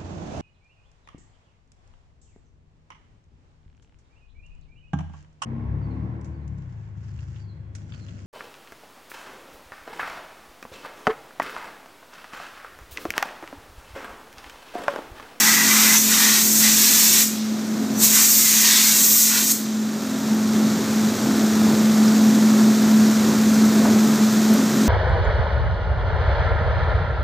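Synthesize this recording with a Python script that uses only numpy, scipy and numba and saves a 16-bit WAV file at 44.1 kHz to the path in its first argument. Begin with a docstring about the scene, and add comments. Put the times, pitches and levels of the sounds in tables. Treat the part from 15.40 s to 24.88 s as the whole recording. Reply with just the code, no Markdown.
"""Spray booth: a compressed-air gun blows dust off a steering wheel, two long bursts close to a phone.
The jet hisses, splashes on the rim and spokes, rings the hollows of the hub and whistles on edges.
The extractor fan hums over rushing air and water; handled tools knock after the bursts.
The phone's gain control ducks the background under the jet and lets it swell back."""
import sys
import numpy as np
from scipy import signal
from scipy.fft import rfft, irfft
from scipy.io import wavfile
from scipy.ndimage import minimum_filter1d
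from numba import njit

SR = 44100
rng = np.random.default_rng(int(sys.argv[2]) if len(sys.argv) > 2 else 0)


def output_pcm(signal):
    """Save a mono or channel-first signal as 16-bit PCM at the path in sys.argv[1].

    Samples are clipped to [-1, 1] before scaling.
    """
    pcm = np.clip(np.atleast_2d(signal).T, -1, 1) * 32767
    wavfile.write(sys.argv[1], SR, np.round(pcm).astype(np.int16))


N = 418068
TIME_S = np.arange(N) / SR
BINS_HZ = np.maximum(np.arange(N // 2 + 1) * SR / N, 1)

# noise spectra: freq_hz, relative_density_db
DUCT_SPECTRUM = [(25, -36), (50, -28), (80, -20.5), (110, -7), (160, -2), (220, 4), (290, 0.5), (380, -1),
                 (470, -8.5), (700, -10.5), (1100, -17.5)]
WATER_SPECTRUM = [(300, -32), (700, -6.5), (1150, -1.5), (1340, 1), (2000, -4.5), (2900, -9.5),
                  (3800, -4.5), (4900, -6), (5900, -3.5), (7200, -4.5), (8400, -10), (9800, -17.5),
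                  (13400, -12.5), (15400, -15.5)]
JET_SPECTRUM = [(1200, -39), (2500, -55), (3150, -32), (3500, -12.5), (4300, -8), (5000, -7), (5600, -0.5),
                (6600, 2), (8000, 1), (9000, -5), (9900, -9.5), (11500, -4.5), (13300, -1.5), (15400, -4)]
SPLASH_SPECTRUM = [(600, -23), (1000, -10.5), (1700, -4.5), (2300, -1), (3000, -2), (3800, 2), (4700, 0.5),
                   (6000, 3.5), (10000, -12.5)]
# fan blade tone: time_s, level_db
BLADE_LEVELS = [(0, -18.5), (0.4, -13.5), (1.08, -20), (1.25, -13.5), (1.5, -20), (2.05, -12), (2.3, -17.5),
                (4.15, -18.5), (4.35, -13), (4.7, -21), (4.9, -17), (5.2, -15), (5.45, -21), (5.65, -16.5),
                (5.76, -28), (5.87, -18.5), (6.15, -16), (7.2, -12), (7.39, -17), (7.6, -11.5), (7.82, -18),
                (8.1, -14.5), (9.45, -18)]
# mains, motor and duct tones: pitch_hz, level_db, width_hz
HUM_TONES = [(99.2, -45.5, 0.68), (123.8, -47, 6.7), (261.5, -29.5, 6.3), (280, -58, 3.5),
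             (439.4, -44, 2.3), (521.4, -44.5, 24), (654, -45, 23)]
# tool knocks: start_s, level_db, centre_hz, width_hz, t60_s
TOOL_KNOCKS = [(6.679, -26, 5400, 2200, 0.055), (7.869, -52, 13000, 3000, .06),
               (8.452, -19, 596, 600, 0.22), (9.136, -28, 13000, 3500, .06)]
# whistles: peak_s, level_db, half_length_s, pitch_hz, width_hz
EDGE_WHISTLES = [(0.163, -12, 0.15, 1960, 180), (0.575, -3, 0.03, 6160, 500), (.87, -15, 0.074, 1880, 200),
                 (1.273, -14.5, 0.046, 2020, 170), (2.575, -28, 0.025, 6040, 450),
                 (2.95, -8, .08, 13300, 1600), (3.093, -21, 0.1, 2110, 260), (3.313, -14, 0.057, 1890, 260),
                 (3.35, -11, .07, 3700, 350), (3.724, -4, 0.099, 13600, 1800), (4.232, -37, .12, 6200, 350),
                 (4.27, -36, 0.22, 7260, 400)]
# hub hollows: centre_hz, width_hz, relative_db
HUB_MODES = [(1022, 500, -1), (1380, 600, -2), (1600, 350, -0.5), (1970, 300, 4), (2320, 120, 2),
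             (2600, 480, -1.5)]
# jet crossing a spoke or the hub: start_s, end_s, edge_s, splash_gain_db, hub_gain_db
WHEEL_PASSES = [(-0.1, 0.582, 0.024, -6.5, -5), (0.678, 1.007, 0.057, -4.5, -7.5),
                (1.244, 1.317, 0.043, -3.5, -12), (1.318, 1.85, 0.041, -8.5, -19),
                (2.732, 2.835, 0.051, -10, -11), (3.17, 3.496, 0.15, -4.5, -15),
                (3.917, 4.025, 0.037, -5.5, -9.5)]
# trigger held: pull_s, release_s
TRIGGER_PULLS = [(-0.1, 1.819), (2.645, 4.12)]
# hand turning the nozzle, one curve per burst: time_s, gain_db
AIM_CURVES = [
    [(0.02, -15), (0.128, -15.5), (0.208, -17.5), (0.58, -13.5), (0.664, -16.5), (0.718, -16), (1.066, -17),
     (1.238, -15), (1.358, -17), (1.388, -14.5), (1.8, -12)],
    [(2.63, -10), (2.696, -18), (2.762, -13), (3.082, -11.5), (3.146, -13.5), (3.874, -11), (3.932, -15.5),
     (4.06, -18.5), (4.118, -14), (4.125, -18.5)],
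]


def undb(db):
    """Decibels to gain."""
    return 10 ** (np.asarray(db) / 20)


def unit_rms(x):
    """Scale to rms 1."""
    return x / np.sqrt(np.mean(x ** 2))


def curve(points):
    """Interpolate (time_s, value) points per sample."""
    return np.interp(TIME_S, *np.transpose(points))


def noise(response):
    """Noise of rms 1 shaped by a frequency response."""
    return unit_rms(irfft(rfft(rng.standard_normal(N)) * response, N))


def colour(spectrum):
    """Response through (freq_hz, db) points, 12 dB/octave roll-off past both ends."""
    hz, db = np.transpose(spectrum)
    rolloff = np.minimum(BINS_HZ / hz[0], 1) * np.minimum(hz[-1] / BINS_HZ, 1)
    return undb(np.interp(np.log(BINS_HZ), np.log(hz), db)) * rolloff ** 2


def resonance(hz, width_hz):
    """Response of two identical resonators in series, gain 1 at the centre."""
    return 1 / (1 + 1j * hz / width_hz * (BINS_HZ / hz - hz / BINS_HZ)) ** 2


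def drift(rate_hz):
    """Smooth random signal of rms 1, mostly below rate_hz."""
    return noise(np.exp(-(BINS_HZ / rate_hz) ** 2))


def extraction(duct_db=-23, water_db=-28, churn_db=1.1, spatter_db=0.72):
    """Air rumbles in the duct and churns the booth's wash water."""
    duct = noise(colour(DUCT_SPECTRUM)) * undb(duct_db - churn_db * drift(5))
    water = noise(colour(WATER_SPECTRUM)) * undb(water_db + spatter_db * drift(200))
    return duct + water


def fan(blade_hz=216.9, wander_rad=0.056, throb_db=0.26, sway_db=1.04):
    """Extractor blade tone, shaken by the airflow, over weaker mains, motor and duct tones."""
    blade = unit_rms(np.sin(2 * np.pi * blade_hz * TIME_S + wander_rad * drift(5.4)))
    hum = sum(undb(db) * noise(resonance(hz, width_hz)) for hz, db, width_hz in HUM_TONES)
    blade_db = curve(BLADE_LEVELS) - throb_db * drift(16) + sway_db * drift(12)
    return blade * undb(blade_db) + hum


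def tool_knocks():
    """Handled tools knock and click, each a fast-decaying resonance."""
    knocks = 0
    for start_s, level_db, hz, width_hz, t60_s in TOOL_KNOCKS:
        age_s = np.maximum(TIME_S - start_s, 0)
        envelope = (TIME_S >= start_s) * undb(level_db - 60 * age_s / t60_s)
        knocks += envelope * noise(resonance(hz, width_hz))
    return knocks


def whistles():
    """Air catches a hole, an edge or the valve seat: narrow noise bands swell and fade."""
    tones = 0
    for peak_s, level_db, half_length_s, hz, width_hz in EDGE_WHISTLES:
        envelope = undb(level_db) * np.exp(-((TIME_S - peak_s) / half_length_s) ** 2)
        tones += envelope * noise(resonance(hz, width_hz))
    return tones


def wheel_rush(splash_db=3.0, hub_db=-2.0, flutter_db=0.8):
    """The sweeping jet splashes on spokes and rings the hub; between passes it grazes the rim."""
    splash = noise(colour(SPLASH_SPECTRUM)) * undb(splash_db + flutter_db * drift(33))
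    hub_power = sum(np.abs(undb(db) * resonance(hz, width_hz)) ** 2 for hz, width_hz, db in HUB_MODES)
    hub = noise(np.sqrt(hub_power)) * undb(hub_db + flutter_db * drift(28))
    contact, struck = 0, 0
    for start_s, end_s, edge_s, splash_gain_db, hub_gain_db in WHEEL_PASSES:
        slide_on = (1 + np.tanh((TIME_S - start_s) / edge_s)) / 2
        slide_off = (1 + np.tanh((end_s - TIME_S) / edge_s)) / 2
        share = slide_on * slide_off
        contact += share
        struck += share * (undb(splash_gain_db) * splash + undb(hub_gain_db) * hub)
    grazing = undb(-15.5) * splash + undb(-23.5) * hub
    return struck + np.maximum(1 - contact, 0) * grazing


def valve_pressure(pull_s, release_s, fall_db_per_s, rise_db_per_s=380):
    """Relative pressure: snaps up to 1 by pull_s, holds, decays once the valve shuts."""
    rise_db = rise_db_per_s * np.maximum(pull_s - TIME_S, 0)
    fall_db = fall_db_per_s * np.maximum(TIME_S - release_s, 0)
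    return undb(-rise_db - fall_db)


def air_gun(gain_db=10.3, flutter_db=0.66, bleed_db=-11.5):
    """Turbulent jet plus its rush on the wheel; after shut-off the nozzle bleeds with a duller hiss."""
    jet = noise(colour(JET_SPECTRUM)) * undb(flutter_db * drift(40))
    blast = jet + wheel_rush()
    bleed = undb(bleed_db) * noise(colour(SPLASH_SPECTRUM))
    air = 0
    for (pull_s, release_s), aim in zip(TRIGGER_PULLS, AIM_CURVES):
        flow = valve_pressure(pull_s, release_s, fall_db_per_s=160)
        leak = valve_pressure(pull_s, release_s, fall_db_per_s=56) - flow
        air += undb(gain_db + curve(aim)) * (flow * blast + leak * bleed)
    return air


def booth_echoes(direct, patterns=8, t60_s=0.1, echo_db=-7, shift_hz=4.9):
    """Close echoes off the wheel and sheet-metal walls; the pattern shifts as the hand moves."""
    delay_s = TIME_S[:SR // 6]
    decay = undb(-60 * delay_s / t60_s) * (delay_s > 0.001)
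    tails = rng.standard_normal((patterns, len(delay_s))) * decay
    tails *= undb(echo_db) / np.linalg.norm(tails, axis=1, keepdims=True)
    shares = np.array([drift(shift_hz) for _ in tails])
    shares /= np.linalg.norm(shares, axis=0)
    echoes = sum(signal.fftconvolve(direct * share, tail)[:N] for share, tail in zip(shares, tails))
    return (direct + echoes) / np.sqrt(1 + undb(echo_db) ** 2)


def scene():
    """All sources at one microphone, on two identical channels."""
    mono = booth_echoes(air_gun() + whistles()) + tool_knocks() + fan() + extraction()
    return np.array([mono, mono])


@njit
def gain_control(level_db, limit_db, attack_s, release_s):
    """Gain in dB: drops fast above the limit, creeps back towards 0."""
    gain_db = np.empty(len(level_db))
    current_db = 0.0
    for i in range(len(level_db)):
        over_db = level_db[i] + current_db - limit_db
        if over_db > 0:
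            current_db -= over_db / (attack_s * SR)
        current_db -= current_db / (release_s * SR)
        gain_db[i] = current_db
    return gain_db


def record(dry, limit_db=-7.0, attack_s=0.0025, release_s=1.0, cutoff_hz=15250):
    """The phone ducks under the jet, recovers slowly and cuts the top treble."""
    level_db = 20 * np.log10(np.abs(dry[0]) + 1e-6)
    # gun already blowing at the start: 0.5 s lead-in settles the gain
    padded_db = np.concatenate([level_db[:SR // 2], level_db])
    gain_db = gain_control(padded_db, limit_db, attack_s, release_s)[-N:]
    gain_db = minimum_filter1d(gain_db, size=SR // 80)  # 6 ms look-ahead against overload
    lowpass = signal.ellip(12, 0.2, 80, cutoff_hz, fs=SR, output="sos")
    return signal.sosfilt(lowpass, dry * undb(gain_db))


dry = scene()
out = record(dry)
output_pcm(out)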